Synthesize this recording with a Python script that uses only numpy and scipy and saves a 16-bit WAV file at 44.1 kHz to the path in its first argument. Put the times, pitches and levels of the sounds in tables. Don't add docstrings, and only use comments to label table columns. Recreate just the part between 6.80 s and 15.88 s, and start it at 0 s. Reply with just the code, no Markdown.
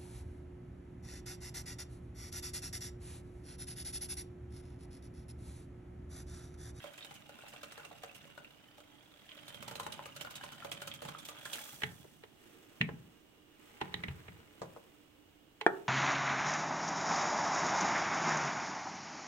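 import sys
import numpy as np
from scipy import signal
from scipy.fft import rfft, irfft
from scipy.io import wavfile
from scipy.ndimage import uniform_filter1d

SR = 44100
rng = np.random.default_rng(int(sys.argv[2]) if len(sys.argv) > 2 else 0)


def transcribe(signal):
    frames = np.atleast_2d(signal).T
    limited = np.clip(frames, -1, 1)
    pcm = np.round(limited * 32767).astype(np.int16)
    wavfile.write(sys.argv[1], SR, pcm)


N = 400428

# freq_hz, correlation
COHERENCE = [(110, 0.77), (600, 0.36), (1200, 0.2), (2500, 0.089), (16000, 0.033)]
# freq_hz, left_minus_right_db
BALANCE = [(100, -2), (300, -9), (700, 0.5), (1500, 1), (4000, -6.5), (9000, -0.5), (14000, -5)]
# freq_hz, t60_s
ROOM_DECAY = [(60, 0.33), (150, 0.67), (400, 0.55), (1400, 0.32), (3000, 0.19), (8000, 0.15), (16000, 0.11)]
# freq_hz, gain_db
AIR_SPECTRUM = [(20, -9), (90, 0), (400, -4), (800, -9), (1800, -14.5), (3300, -12.5), (4300, -22),
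                (9000, -24), (10500, -30), (16000, -21)]
# freq_hz, width_hz, lift_db
AIR_HUMS = [(297.6, 12, 11.5), (2872, 40, 11.3)]
# start_s, hold_s,
# level_db
RUSTLES = [(5.628, 0.35, -66.5), (6.83, 0.58, -66.5), (7.817, 0.02, -70.5), (8.92, 0.01, -65.5)]
# freq_hz, gain_db
RUSTLE_SPECTRUM = [(100, 3), (350, 17), (800, 4.5), (1500, 5), (2800, 7), (4500, -3.5), (8500, -2.5),
                   (10500, -7.5), (16000, -3.5)]
# start_s, body_db, scrape_db, decay_s
NUDGES = [(7.817, -40.5, -55.5, 0.016), (7.963, -49.5, -75, 0.012)]
NUDGE_EDGES_HZ = [300, 1250, 7500]
# freq_hz, level_db, t60_s
COUNTER_MODES = [(90.1, -1.5, 0.35), (139.6, 0, 0.29), (175.4, -1.5, 0.36), (222.5, -2, 0.23)]
# start_s, level_db, pitch_hz
THUDS = [(5.033, -30.5, 140), (6.008, -21, 175), (6.092, -33, 128), (7.017, -33, 148), (7.144, -32.5, 140),
         (7.238, -33.5, 158), (7.285, -28, 101), (7.487, -36.5, 123), (7.814, -37.5, 140),
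         (8.865, -43, 172)]
# freq_hz, level_db, t60_s
POT_MODES = [(438, -4.5, 0.22), (810, -8, 0.074), (1015, -15, 0.26), (1500, -25, 0.085), (2400, 10, 0.0054),
             (2800, -14, 0.11), (3700, -13, 0.11)]
# start_s, hold_s, level_db
SCRAPE = (7.084, 0.09, -57.5)
# start_s, level_db, hardness_db, note_hz, note_lift_db
BUMPS = [(5.019, -53, 3, 1750, 9.5), (5.034, -43.5, 5, 1700, 10), (5.244, -70, -6.5, 454, 8.5),
         (5.436, -60.5, -0.5, 413, 7), (6.012, -44.5, 3, 2530, 14), (6.089, -56, -9.5, 1730, 13),
         (7.013, -43.5, -2, 880, 10), (7.141, -49, 6, 3470, 7), (7.236, -50, 1.5, 1980, 9),
         (7.283, -55.5, 0.5, 2630, 7), (7.482, -60.5, -3.5, 2110, 7.5), (8.812, -46.5, 1.5, 765, 8)]
BUMP_EDGES_HZ = [300, 800, 1800, 2950, 4050, 16000]
# body_db, clack_db, ring_db, edge_db, tick_db
BUMP_SHAPE_DB = [1, 2.5, 2.5, -2.5, -12.5]
# freq_hz, level_db, t60_s
SPOON_MODES = [(179, -11, 0.049), (298, -4.5, 0.026), (431, -3.5, 0.049), (563, -9, 0.053), (760, 5, 0.019),
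               (919, -1.5, 0.039), (1170, -4.5, 0.018), (1400, 1, 0.017), (1624, 3.5, 0.012),
               (1807, -0.5, 0.02), (2360, -12, 0.028), (3320, -17, 0.02)]
# freq_hz, gain_db
SPOON_SPECTRUM = [(30, -33), (110, -17), (250, -2.5), (2000, -3.5), (4500, 0), (9000, -5.5), (11000, -29),
                  (16000, -12)]
# freq_hz, width_hz, lift_db
BOWL_PEAKS = [(574, 51, 11), (1410, 320, 11), (2890, 750, 4)]
# start_s, level_db, pitch_hz
PLINKS = [(0.208, -47, 3650), (0.226, -43, 3700), (1.295, -48, 2630), (1.646, -46, 2730),
          (2.491, -45, 3160), (2.517, -44, 3110), (2.589, -45.5, 3080), (3.472, -40, 1445),
          (3.611, -42.5, 1620), (3.824, -42, 1360), (4.115, -37, 3320), (4.349, -40, 1290),
          (4.657, -37.5, 1700), (4.784, -41.5, 1670)]
# start_s, level_db, brightness_db, bubble_hz
SPLATS = [(0.041, -57, -5, 650), (0.178, -64, 5.5, 2460), (0.247, -59, 1.5, 3780),
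          (0.309, -61.5, -2.5, 806), (0.342, -70.5, 8.5, 6700), (0.493, -61, -2, 770),
          (0.588, -66.5, -5, 1440), (0.636, -65.5, -5.5, 746), (0.683, -69, 6.5, 8900),
          (0.736, -60.5, -2, 715), (0.832, -55.5, -0.5, 1320), (0.921, -60.5, 2, 1280),
          (0.978, -59, -4, 1680), (0.997, -65.5, -5.5, 1450), (1.051, -59.5, -1, 2767),
          (1.112, -70, -13.5, 726), (1.235, -54.5, -2.5, 740), (1.348, -68.5, 9, 2960),
          (1.452, -68, -1, 600), (1.577, -60, -7.5, 1500), (1.981, -66, -1.5, 610),
          (2.003, -66.5, -1.5, 1300), (2.68, -59, 2, 3580), (2.745, -58.5, 0, 3200), (2.826, -54, -1, 1060),
          (2.88, -51.5, 0, 905), (2.912, -54, -3, 915), (2.955, -53, 0.5, 4020), (2.998, -47.5, -3, 990),
          (3.031, -62, 4, 3830), (3.065, -50, -5, 920), (3.123, -55, 5, 3900), (3.192, -58.5, -10.5, 920),
          (3.257, -54, -2.5, 1200), (3.363, -55.5, 2.5, 1440), (3.411, -52, 2.5, 3110),
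          (3.448, -56.5, -5, 1450), (3.507, -58, 3, 980), (3.555, -59, 9, 3780), (3.637, -53, -2.5, 930),
          (3.72, -59.5, 1.5, 1400), (3.847, -52.5, -3.5, 650), (3.917, -49.5, 2, 3330),
          (4.018, -52, -0.5, 1410), (4.074, -51, 2, 1300), (4.139, -59.5, 4.5, 3280),
          (4.22, -54.5, -2, 517), (4.251, -55, -2, 870), (4.287, -52.5, -2, 1120), (4.386, -64, 8.5, 3500),
          (4.452, -62, 10, 3400), (4.487, -53, 2, 1170), (4.654, -54.5, 3.5, 1500), (4.732, -49.5, 6, 3200)]
SPLAT_EDGES_HZ = [300, 1100, 2300, 4500, 16000]
# plop_db, splash_db, spatter_db, spray_db
SPLAT_SHAPE_DB = [0.76, -1, 1, -4]
# freq_hz, gain_db
WET_SPECTRUM = [(150, 6), (400, -0.5), (600, 0), (1500, -4.5), (3400, -3), (4600, -8), (9000, -8),
                (10500, -11.5), (16000, -9)]
# time_s, pitch_hz
TRICKLE_NOTE = [(0, 3260), (.6, 2720), (1.6, 2820), (2.3, 3320), (3.4, 2860), (4.6, 3320)]
# time_s, level_db
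DRUMMING = [(0, -65), (1.6, -65.5), (2.3, -79), (2.8, -57.5), (3.6, -61), (4.28, -54.5), (4.5, -67),
            (5, -60.5)]
# time_s, level_db
FLOW = [(0, -55), (0.28, -59), (0.43, -63.5), (0.6, -59), (1.05, -59.5), (1.85, -66), (2.27, -65.5),
        (2.55, -59), (4.1, -56.5), (4.19, -62.5), (4.27, -54.5), (4.42, -59.5), (4.78, -51), (5.3, -70)]

MIST_RISE_S = 0.003


def amp(db):
    return 10 ** (np.asarray(db) / 20)


def unit(x):
    return x / np.sqrt(np.mean(x ** 2) + 1e-20)


def seconds(size):
    return np.arange(size) / SR


def lookup(points, hz):
    freq_hz, value = np.transpose(points)
    return np.interp(np.log(hz + 1), np.log(freq_hz + 1), value)


def envelope(points, fade_db_per_s=19):
    time_s, db = np.transpose(points)
    t = seconds(N)
    return amp(np.interp(t, time_s, db) - fade_db_per_s * np.maximum(t - time_s[-1], 0))


def swell(start_s, hold_s, db, rise_db_per_s, fall_db_per_s):
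    t = seconds(N) - start_s
    return amp(db - rise_db_per_s * np.maximum(-t, 0) - fall_db_per_s * np.maximum(t - hold_s, 0))


def add(mix, start_s, sound):
    part = mix[:, max(round(start_s * SR), 0):][:, :sound.shape[1]]
    part += sound[:, :part.shape[1]]


def band(x, lo_hz, hi_hz, order=3):
    sos = signal.butter(order, [lo_hz, min(hi_hz, SR / 2 - 1)], "band", fs=SR, output="sos")
    return signal.sosfilt(sos, x)


def resonate(x, peaks):
    for hz, width_hz, db in peaks:
        x = x + (amp(db) - 1) * signal.lfilter(*signal.iirpeak(hz, hz / width_hz, fs=SR), x)
    return x


def glide(x, hz, width_hz):
    carrier = np.exp(2j * np.pi * np.cumsum(hz) / SR)
    return 2 * (carrier * signal.lfilter(*signal.butter(2, width_hz / 2, fs=SR), x / carrier)).real


def colour(x, spectrum):
    return irfft(rfft(x) * amp(lookup(spectrum, np.fft.rfftfreq(N, 1 / SR))), N)


def minimum_phase(x, spectrum):
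    gain = abs(np.fft.fft(x)) * amp(lookup(spectrum, abs(np.fft.fftfreq(len(x), 1 / SR))))
    return np.fft.ifft(np.exp(np.conj(signal.hilbert(np.log(gain + 1e-9))))).real


def stereo_noise(size):
    own, shared = rfft(rng.standard_normal((2, size)))
    alike = np.clip(lookup(COHERENCE, np.fft.rfftfreq(size, 1 / SR)), -1, 1)
    return irfft(np.array([alike * shared + np.sqrt(1 - alike ** 2) * own, shared]), size)


def flutter(size, smooth_samples, depth_db=2.8):
    return amp(depth_db * unit(uniform_filter1d(rng.standard_normal(size), smooth_samples)))


def pan(x):
    left = colour(x[0], [(hz, db / 2) for hz, db in BALANCE])
    right = colour(x[1], [(hz, -db / 2) for hz, db in BALANCE])
    return np.array([left, right])


def scatter(decay_s, direct, size=8192):
    x = stereo_noise(size) * np.exp(-seconds(size) / decay_s)
    x /= np.linalg.norm(x[0])
    x[:, 0] += direct
    return x


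def ring(modes, detune=0):
    t, out = seconds(16384), 0
    for k, (hz, db, t60_s) in enumerate(modes):
        hz *= 1 + detune * rng.standard_normal()
        out += (-1) ** k * amp(db - 60 * t / t60_s) * np.sin(2 * np.pi * hz * t)
    return out


def voicing(edges_hz, shape_db, bright_db, pivot_hz, note_hz, note_db, width_oct):
    centres_hz = np.sqrt(np.multiply(edges_hz[:-1], edges_hz[1:]))
    tilt_db = bright_db * np.tanh(np.log2(centres_hz / pivot_hz))
    lift_db = note_db * np.exp(-(np.log2(centres_hz / note_hz) / width_oct) ** 2)
    return np.array(shape_db) + tilt_db + lift_db


def set_bands(x, edges_hz, levels_db, head_samples=800):
    parts = [band(x, lo, hi, order=4) for lo, hi in zip(edges_hz, edges_hz[1:])]
    return sum(amp(db) * part / np.sqrt(np.mean(part[:, :head_samples] ** 2))
               for part, db in zip(parts, levels_db))


def grains(per_s, spread_db):
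    strength = amp(spread_db * np.minimum(rng.exponential(1, N), 4)) * rng.choice([-1, 1], N)
    clicks = strength * (rng.random(N) < per_s / SR)
    spot = rng.integers(0, 10, N)
    return sum(signal.oaconvolve([clicks * (spot == k)], scatter(0.0028, 0.19, 1024), axes=1)[:, :N]
               for k in range(10))


def air(level_db=-65):
    return amp(level_db) * unit(resonate(colour(stereo_noise(N), AIR_SPECTRUM), AIR_HUMS))


def room(x):
    hz, t, spectra = signal.stft(stereo_noise(SR * 3 // 4), SR, nperseg=256)
    fade = amp(-60 * t / lookup(ROOM_DECAY, hz)[:, None]) * (1 - np.exp(-t / 0.0016))
    tail = signal.istft(spectra * fade, SR, nperseg=256)[1]
    return signal.fftconvolve(x, tail / np.linalg.norm(tail[0]), axes=1)[:, :N]


def rustle():
    hiss = colour(grains(per_s=4000, spread_db=4.5), RUSTLE_SPECTRUM)
    moves = sum(swell(*row, rise_db_per_s=124, fall_db_per_s=18) for row in RUSTLES)
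    return amp(-0.5) * hiss / band(hiss, 2000, 20400).std() * moves


def nudges():
    out, t = np.zeros((2, N)), seconds(4096)
    for start_s, body_db, scrape_db, decay_s in NUDGES:
        rattle = flutter(len(t), 70) * stereo_noise(len(t)) * np.exp(-t / decay_s)
        hollow = resonate(rattle, [(533, 130, 9.3)])
        add(out, start_s, set_bands(hollow, NUDGE_EDGES_HZ, [body_db, scrape_db]))
    return out


def scrape():
    slips = band(grains(per_s=790, spread_db=5.3), 460, 3200)
    ringing = signal.oaconvolve(slips, ring(POT_MODES)[None], axes=1)[:, :N]
    return unit(unit(slips) + 0.52 * unit(ringing)) * swell(*SCRAPE, rise_db_per_s=54, fall_db_per_s=27)


def counter(pitch_hz, damping=1):
    t, x = seconds(SR // 2), 0
    for hz, db, t60_s in COUNTER_MODES:
        decay = amp(db - 14 * np.log2(hz / pitch_hz) ** 2 - 60 * t * damping / t60_s)
        x += decay * np.sin(2 * np.pi * hz * rng.uniform(0.94, 1.05) * t)
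    x *= 1 - np.exp(-t / 0.003)
    return np.array([x, x]) / abs(x).max()


def thuds():
    out, t = np.zeros((2, N)), seconds(SR // 2)
    attack = 1 - np.exp(-t / 0.0016)
    for start_s, db, hz in THUDS:
        push = np.sin(2 * np.pi * hz * t) * amp(-60 * t / 0.052)
        shudder = unit(band(stereo_noise(len(t)), hz * 0.55, hz * 1.445, order=4)) * amp(-60 * t / 0.58)
        add(out, start_s, amp(db) * (attack * (0.25 * push + 0.15 * shudder) + 0.31 * counter(hz)))
    return out


def bumps():
    out, t = np.zeros((2, N)), seconds(4096)
    mid_s = t[-1] / 2
    for start_s, db, hard_db, note_hz, note_db in BUMPS:
        bands_db = db + voicing(BUMP_EDGES_HZ, BUMP_SHAPE_DB, hard_db, pivot_hz=1300,
                                note_hz=note_hz, note_db=note_db, width_oct=0.42)
        contact_s = np.interp(hard_db, [-7, 6], [0.009, 0.0035])
        t60_scale = np.interp(hard_db, [-2, 2], [0.25, 1])
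        modes = [(hz, mode_db, t60_s * t60_scale) for hz, mode_db, t60_s in POT_MODES]
        body = 0.0082 * ring(modes, detune=0.01)
        body[0] += 1
        hit = signal.fftconvolve(scatter(contact_s, direct=0.48), body[None], axes=1)
        hit = signal.lfilter(*signal.butter(2, 5500, fs=SR), hit)
        hit = resonate(hit, [(note_hz, 150 + note_hz * 0.15, 8), (430, 110, 9)])
        add(out, start_s, set_bands(hit, BUMP_EDGES_HZ, bands_db, head_samples=600))
        scuff = stereo_noise(len(t)) * np.exp(-abs(t - mid_s) / 0.0033)
        add(out, start_s - mid_s, amp(-24 - hard_db) * set_bands(scuff, BUMP_EDGES_HZ, bands_db, len(t)))
    return amp(-0.5) * pan(out)


def spoon(start_s=8.8645, level_db=-20.5):
    body = ring(SPOON_MODES)
    body[0] += 0.9
    blow = minimum_phase(body, SPOON_SPECTRUM)
    hit = signal.fftconvolve(scatter(0.0084, direct=1.43), blow[None], axes=1)
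    hit = hit + 0.085 * hit[::-1]
    out = np.zeros((2, N))
    add(out, start_s, amp(level_db) * hit / hit[:, :SR // 50].std())
    return out


def rice_slide(peak_s=4.78, level_db=-48):
    hiss = unit(band(colour(grains(per_s=3500, spread_db=4.2), WET_SPECTRUM), 4800, SR / 2))
    return hiss * swell(peak_s, 0, level_db, rise_db_per_s=99, fall_db_per_s=39.5)


def thumps(lift_db=7):
    out = np.zeros((2, N))
    for start_s, db, bright_db, _ in SPLATS:
        weight_db = 0.5 * (db - 0.5 * bright_db + 47)
        drum_db = np.interp(start_s, *np.transpose(DRUMMING))
        add(out, start_s, amp(drum_db + lift_db + weight_db) * counter(pitch_hz=137, damping=1.4))
    return out


def plinks(decay_s=0.0048, rise_per_s=0.79):
    out, t = np.zeros((2, N)), seconds(2048)
    for start_s, db, hz in PLINKS:
        note = np.sin(2 * np.pi * hz * (t + rise_per_s * t ** 2 / 2)) * np.exp(-t / decay_s)
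        splash = unit(band(stereo_noise(len(t)), hz * 0.57, hz * 1.07, order=2))
        add(out, start_s, amp(db - 8) * splash * np.exp(-t / (2 * decay_s)))
        reflections = 0.45 * scatter(0.0035, direct=2.3, size=2048)
        add(out, start_s, amp(db) * signal.fftconvolve(reflections, note[None], axes=1))
    return out


def mist(spread_s, count=110, lo_hz=4500, hi_hz=15000):
    out, t = np.zeros((2, 4096)), seconds(256)
    for early, late, pitch, softness, side in rng.random((count, 5)):
        hz = lo_hz * (hi_hz / lo_hz) ** pitch
        tick = np.exp(-t * hz / 2.7) * np.sin(2 * np.pi * (hz * t + np.array([[side - 0.5], [0]])))
        delay_s = -MIST_RISE_S * np.log(1 - early) - spread_s * np.log(1 - late)
        add(out, delay_s, amp(-14 * softness) * tick)
    return out


def splats():
    out, t = np.zeros((2, N)), seconds(4096)
    for start_s, db, bright_db, hz in SPLATS:
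        plop_db, *mids_db, spray_db = db + voicing(
            SPLAT_EDGES_HZ, SPLAT_SHAPE_DB, bright_db, pivot_hz=2020,
            note_hz=hz, note_db=4.5, width_oct=0.53)
        spread_s = 0.0088 * np.exp(0.04 * bright_db + 0.22 * rng.standard_normal())
        breakup = 1.4 * np.exp(-t / 0.00065) + np.exp(-t / spread_s)
        bubble = (hz, 95, np.clip(13 - 0.12 * bright_db, 5, 17))
        peaks = [*BOWL_PEAKS, bubble]
        droplets = resonate(flutter(len(t), 50) * stereo_noise(len(t)) * breakup, peaks)
        plop = resonate(scatter(0.0093, direct=0.56, size=4096), peaks + [(470, 92, 5.2)])
        spray = set_bands(mist(0.6 * spread_s), SPLAT_EDGES_HZ[-2:], [spray_db])
        add(out, start_s - MIST_RISE_S, amp(-1) * spray)
        add(out, start_s, set_bands(droplets, SPLAT_EDGES_HZ[1:-1], mids_db))
        add(out, start_s, amp(1.56) * set_bands(plop, SPLAT_EDGES_HZ[:2], [plop_db]))
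    return colour(out, [(4000, -1), (8800, 8), (10500, 3.5), (16000, 8)])


def bubbles(per_s, lo_hz, hi_hz, decay_cycles):
    out, t = np.zeros((2, N)), seconds(2048)
    for when, pitch, softness, side in rng.random((int(per_s * N / SR), 4)):
        hz = lo_hz * (hi_hz / lo_hz) ** pitch
        phase_rad = np.array([[(side - 0.5) * hz / 900], [0]])
        note = np.exp(-hz * t / decay_cycles) * np.sin(2 * np.pi * hz * t + phase_rad)
        add(out, when * N / SR, amp(-20 * softness) * note)
    return unit(out)


def stream(lumps_db=4.2, gurgle_db=-5.5, patter_db=-0.87, spray_db=-9.5, drum_db=-5.5):
    lumps = amp(lumps_db * np.tanh(unit(band(rng.standard_normal(N), 13.8, 49, order=2))))
    drops = unit(resonate(colour(grains(per_s=1300, spread_db=5.3), WET_SPECTRUM), BOWL_PEAKS))
    water = lumps * (drops + amp(-3.5) * bubbles(520, 564, 3960, decay_cycles=6))
    gurgle = amp(gurgle_db) * unit(band(water, 257, 2040))
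    note = glide(water, np.interp(seconds(N), *np.transpose(TRICKLE_NOTE)), width_hz=230)
    patter = amp(patter_db) * unit(unit(band(water, 1820, 4300)) + 0.42 * unit(note))
    fine_drops = unit(band(colour(grains(per_s=1800, spread_db=2.3), WET_SPECTRUM), 4200, 15400))
    fizz = amp(-6.5) * bubbles(300, 4490, 9500, decay_cycles=14)
    spray = amp(spray_db) * unit(lumps * (fine_drops + fizz))
    low_drops = resonate(band(grains(per_s=260, spread_db=3.8), 100, 247), [(140, 30, 11.4)])
    drum = amp(drum_db) * unit(lumps * low_drops)
    return (gurgle + patter + spray) * envelope(FLOW) + drum * envelope(DRUMMING)


def scene():
    pour = pan(stream() + rice_slide() + splats() + plinks() + rustle())
    pot = bumps() + nudges() + scrape()
    knock = spoon()
    boom = resonate(knock, [(405, 99, 7.9), (1300, 230, 9.2)])
    reverb = room(amp(-8.5) * pour + amp(-13.5) * pot + amp(-18) * boom)
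    return pour + pot + knock + thuds() + thumps() + pan(air()) + reverb


def record(dry, lag_samples=4, cutoff_hz=15950):
    stereo = np.array([dry[0], np.pad(dry[1], (lag_samples, 0))[:N]])
    lowpass = signal.firwin(511, cutoff_hz, window=("kaiser", 9), fs=SR)
    return signal.oaconvolve(stereo, lowpass[None], "same")


dry = scene()
out = record(dry)
transcribe(out)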